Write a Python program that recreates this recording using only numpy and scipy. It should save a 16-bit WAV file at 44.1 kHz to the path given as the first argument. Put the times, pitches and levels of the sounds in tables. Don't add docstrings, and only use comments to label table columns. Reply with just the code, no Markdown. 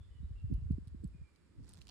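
import sys
import numpy as np
from scipy import signal
from scipy.io import wavfile

SR = 44100
rng = np.random.default_rng(int(sys.argv[2]) if len(sys.argv) > 2 else 0)


def unload_audio(sound):
    columns = np.transpose(np.atleast_2d(sound))
    steps = np.round(np.clip(columns, -1, 1) * 32767)
    wavfile.write(sys.argv[1], SR, steps.astype(np.int16))


N = 83790
TIME = np.arange(N) / SR
OPPOSITE = np.array([[1], [-1]])
HANDS_PAN_DB = -6.5


def from_db(db):
    return 10 ** (np.asarray(db) / 20)


def rms_one(x):
    return x / np.sqrt(np.mean(x ** 2) + 1e-20)


def pan(db):
    return from_db(OPPOSITE * db / 2)


def fade(rows):
    return from_db(np.interp(TIME, *np.transpose(rows)))


def at_hz(rows, hz):
    frequencies, values = np.transpose(rows)
    return np.interp(np.log(hz), np.log(frequencies), values)


def butter(x, hz, kind, order=2):
    return signal.sosfilt(signal.butter(order, hz, kind, fs=SR, output="sos"), x + 1e-18)


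def drift(hz):
    return rms_one(butter(rng.standard_normal(2 * N), hz, "low")[N:])


def hiss(low_hz, high_hz):
    return rms_one(butter(rng.standard_normal(N), [low_hz, high_hz], "band"))


# frequency in Hz, likeness (1 the same, -1 opposite).
EAR_LIKENESS = [(40, 1), (250, 0.27), (600, 0.23), (1200, 0.57), (4000, -0.19), (8500, 0.61), (13000, -1.1)]


def shaped_noise(colour):
    out, edges_hz = 0, np.geomspace(22, 17000, 30)
    white = rng.standard_normal((2, 2, N + SR // 4))
    for k, (low, high) in enumerate(zip(edges_hz, edges_hz[1:])):
        shared, apart = butter(white[k % 2], [low, high], "band", order=3)[:, -N:]
        hz = np.sqrt(low * high)
        alike = np.clip(at_hz(EAR_LIKENESS, hz), -1, 1)
        band = np.sqrt(1 + alike) * shared + np.sqrt(1 - alike) * apart * OPPOSITE
        out = out + from_db(at_hz(colour, hz)) * band
    return rms_one(out)


# start in seconds, level in dB, starting pitch in Hz,
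# time to swell, counted in cycles of that pitch.
KNOCKS = [(0.001, -44, 111, 1), (0.101, -47, 64, 0.57), (0.147, -51.5, 129.5, 1.2),
          (0.199, -39.5, 105.7, 0.55), (0.228, -42, 187, 0.76), (0.235, -33.5, 63, 0.51),
          (0.305, -36.5, 101, 0.59), (0.336, -39.5, 57.7, 0.88), (0.422, -41.5, 85, 0.72),
          (0.437, -31, 131, 1.02), (0.471, -37, 97, 1.07), (0.497, -41.5, 324, 1.8),
          (0.511, -29, 249, 0.65), (0.522, -24, 126.3, 0.32), (0.524, -38.5, 349, 1.3),
          (0.536, -25, 68.7, 0.8), (0.576, -38, 150, 0.86), (0.614, -38, 141.5, 1.65),
          (0.652, -35.5, 123, 1.24), (0.698, -37, 266, 1.75), (0.705, -21, 153, 0.43),
          (0.713, -27.5, 84.4, 0.81), (0.728, -36, 171.5, 1.8), (0.78, -35.5, 273, 0.65),
          (0.821, -52, 186, 0.9), (0.869, -40.5, 120, 0.57), (0.914, -41.5, 86.5, 0.79),
          (0.944, -39, 244, 0.62), (0.953, -41.5, 77, 0.92), (0.997, -41.5, 95, 0.87),
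          (1.035, -36.5, 241, 0.48), (1.044, -32.5, 208, 0.95), (1.053, -39, 73, 0.79),
          (1.144, -48, 203, 1.3), (1.21, -46.5, 134, 0.63), (1.492, -57.5, 88, 0.72),
          (1.583, -44.5, 93, 0.38), (1.603, -48.5, 178, 1.8), (1.751, -52, 103, 0.63),
          (1.779, -53, 206, 1.4)]


def thumps():
    sag, sag_cycles = 0.51, 2.63
    delay_s = np.array([[0.0008], [0]])
    out = np.zeros((2, N))
    for (start, db, hz, swell_cycles), chance in zip(KNOCKS, rng.standard_normal(len(KNOCKS))):
        cycles = np.maximum(TIME - start - delay_s, 0) * hz
        turns = (1 - sag) * cycles + sag * sag_cycles * (1 - np.exp(-cycles / sag_cycles))
        tone = np.sin(2 * np.pi * turns + 0.34 * chance * OPPOSITE)
        age = cycles / swell_cycles
        swell = (age * np.exp(1 - age)) ** 1.54
        pan_db = -2.5 - 3 * np.log2(hz / 126)
        out += from_db(db) * swell * tone * pan(pan_db)
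    dulled = butter(out, 436, "low", order=5)
    return butter(dulled, 29.1, "high")


# time in seconds, relative level in dB.
GUSTS = [(0, -54.5), (0.16, -57.5), (0.26, -48.5), (0.40, -53), (0.56, -47), (0.74, -43.5), (0.83, -53.5),
         (1.05, -60.5), (1.23, -48.5), (1.30, -80), (1.53, -75), (1.61, -49), (1.68, -63.5), (1.9, -63)]


def wind():
    shared, apart = butter(rng.standard_normal((2, 2 * N)), [48.3, 83.5], "band")[:, N:]
    rumble = rms_one(shared + 1.4 * apart * OPPOSITE)
    return from_db(2) * fade(GUSTS) * rumble


# frequency in Hz, relative level in dB.
AIR_COLOUR = [(30, -13.5), (70, -1.5), (150, -21.5), (300, -15), (480, -22), (720, -34), (1000, -27.5),
              (1800, -29), (3000, -35), (4800, -35), (6400, -47), (8300, -33.5), (11300, -50),
              (12400, -48.5), (16000, -67)]


def air():
    return from_db(-70.5) * shaped_noise(AIR_COLOUR) * pan(-3.5)


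# start in seconds, length in seconds, pitch in Hz, level in dB.
BIRD_NOTES = [(-0.02, 0.091, 3512, -78.5), (0.102, 0.1, 2970, -78), (0.071, 0.11, 1954, -86.5),
              (0.211, 0.057, 3820, -86), (0.353, 0.064, 2730, -77.5), (0.465, 0.13, 2640, -91.5),
              (0.538, 0.035, 2930, -82.5), (1.132, 0.083, 2436, -79.5), (1.231, 0.073, 2350, -79),
              (1.315, .08, 2323, -86.5)]


def bird():
    edge_s, sag, blur = 0.01, 0.012, 0.22
    echoes_per_s, echo_length_s = 400, 1
    waver = 0.015 * drift(hz=154.6)
    scatter = (drift(hz=105) + 1j * drift(hz=105)) / np.sqrt(2)
    blurring = np.sqrt(1 - blur) + np.sqrt(blur) * scatter
    song = np.zeros(N)
    for start, length, hz, db in BIRD_NOTES:
        age = TIME - start
        level = np.clip(age / edge_s, 0, 1) * np.clip((length - age) / edge_s + 0.5, 0, 1)
        pitch = hz * (1 + waver - sag * (np.clip(age / length, 0, 1) - 0.5))
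        tone = np.exp(2j * np.pi * np.cumsum(pitch) / SR)
        song += from_db(db) * level * np.real(tone * blurring)
    song *= from_db(2.5 * drift(hz=46.3))
    echoes = rng.standard_normal((2, N)) * (rng.random((2, N)) < echoes_per_s / SR)
    echoes *= from_db(-60 * TIME / echo_length_s)
    echoes /= np.sqrt(np.sum(echoes ** 2) / 2)
    echoed_song = signal.fftconvolve(song[None], echoes)[:, :N]
    return pan(-4.5) * (song + from_db(0.5) * echoed_song)


# time in seconds, level in dB.
HANDLING_LEVELS = [(0, -100), (0.12, -81.5), (0.22, -72), (0.40, -85), (0.54, -56.5), (0.62, -79.5),
                   (0.75, -66.5), (0.83, -81), (1.05, -60), (1.12, -77), (1.30, -77), (1.55, -69),
                   (1.61, -59.5), (1.67, -66), (1.9, -72)]
# frequency in Hz, relative level in dB.
HANDLING_COLOUR = [(40, -25.5), (110, 1.5), (200, 0), (330, -4), (480, -17.5), (700, -33.5), (1500, -63),
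                   (16000, -58)]


def handling_rumble():
    return shaped_noise(HANDLING_COLOUR) * fade(HANDLING_LEVELS) * pan(HANDS_PAN_DB)


def rubber_grain():
    return from_db(6 * drift(hz=200))


def peel_scratch():
    middle_s, width_s = 0.393, 0.016
    swell = np.exp(-0.5 * ((TIME - middle_s) / width_s) ** 2)
    return from_db(-90.5) * swell * hiss(2830, 4200) * rubber_grain() * pan(HANDS_PAN_DB)


# pitch in Hz, width in Hz, relative level in dB.
CLICK_RINGS = [(3230, 530, 2.5), (4310, 1020, 12.5), (8540, 830, 6.5), (10600, 1200, -18)]


def click(start, db, bright_db, rise_s, decay_s):
    tail_db, tail_s = -25, 0.0083
    age = np.maximum(TIME - start, 0)
    rise = 1 - np.exp(-age / rise_s)
    fall = np.exp(-age / decay_s) + from_db(tail_db) * np.exp(-age / tail_s)
    shared, apart = rng.standard_normal((2, N))
    burst = (shared + 0.79 * apart * OPPOSITE) * rise * fall
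    out = 0
    for (hz, width, ring_db), chance in zip(CLICK_RINGS, rng.uniform(-1.3, 1, len(CLICK_RINGS))):
        tilt_db = bright_db * np.log(hz / CLICK_RINGS[0][0])
        hz = hz * (1 + 0.059 * chance)
        ring = butter(burst, [hz - width / 2, hz + width / 2], "band", order=1)
        out = out + from_db(ring_db + tilt_db) * ring
    out = butter(out, 2230, "high", order=3)
    out = butter(out, 12500, "low", order=3)
    return from_db(db + 13) * out / np.sqrt(np.sum(out ** 2) / 2)


# start in seconds, relative level in dB, brightness in dB.
PULP_TICKS = [(0.5391, -58, 7), (0.7179, -64, -2), (0.721, -63.5, 2), (0.8734, -60.5, 9), (0.8799, -60, 4),
              (1.0390, -64.5, 28), (1.043, -56, 18), (1.075, -64, 27), (1.3600, -63.5, -12)]


def pulp():
    return pan(-3) * sum(click(*row, rise_s=0.0006, decay_s=0.00049) for row in PULP_TICKS)


# time in seconds, level in dB.
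GLOVE_LEVELS = [(1.55, -100), (1.68, -75.5), (1.74, -73), (1.79, -73), (1.85, -78.5), (1.895, -75.5)]
# frequency in Hz, relative level in dB.
GLOVE_COLOUR = [(700, -3.5), (2100, -11.5), (3200, -11.5), (4600, -5), (6400, -11.5), (8500, -12),
                (11300, -23), (12500, -22), (15000, -18.5)]


def glove_rub():
    return shaped_noise(GLOVE_COLOUR) * fade(GLOVE_LEVELS) * rubber_grain() * pan(HANDS_PAN_DB)


# start in seconds, relative level in dB, brightness in dB,
# lean to the left in dB.
CREASE_SNAPS = [(1.6918, -48, 28, 2.5), (1.7362, -48, 13, 3), (1.779, -70, 18, 14),
                (1.8162, -48, -41, -0.5), (1.8225, -60, -1, -3), (1.8706, -51.5, -20, -5),
                (1.8815, -51, -46, 2), (1.8905, -45.5, -29, -4), (1.8950, -50.5, -28, -15)]


def glove_crinkle():
    return sum(click(start, db, bright_db, rise_s=0.00017, decay_s=0.00046) * pan(pan_db)
               for start, db, bright_db, pan_db in CREASE_SNAPS)


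def small_tap():
    start, swell_s = 1.886, 0.0064
    age = np.maximum(TIME - start, 0) / swell_s
    swell = age * np.exp(1 - age)
    return from_db(-68.5) * swell * hiss(617, 970) * pan(HANDS_PAN_DB)


def scene():
    return (thumps() + wind() + air() + bird() + handling_rumble() + peel_scratch() + pulp()
            + glove_rub() + glove_crinkle() + small_tap())


def record(dry):
    return signal.sosfilt(signal.cheby2(12, 70, 16700, fs=SR, output="sos"), dry)


dry = scene()
out = record(dry)
unload_audio(out)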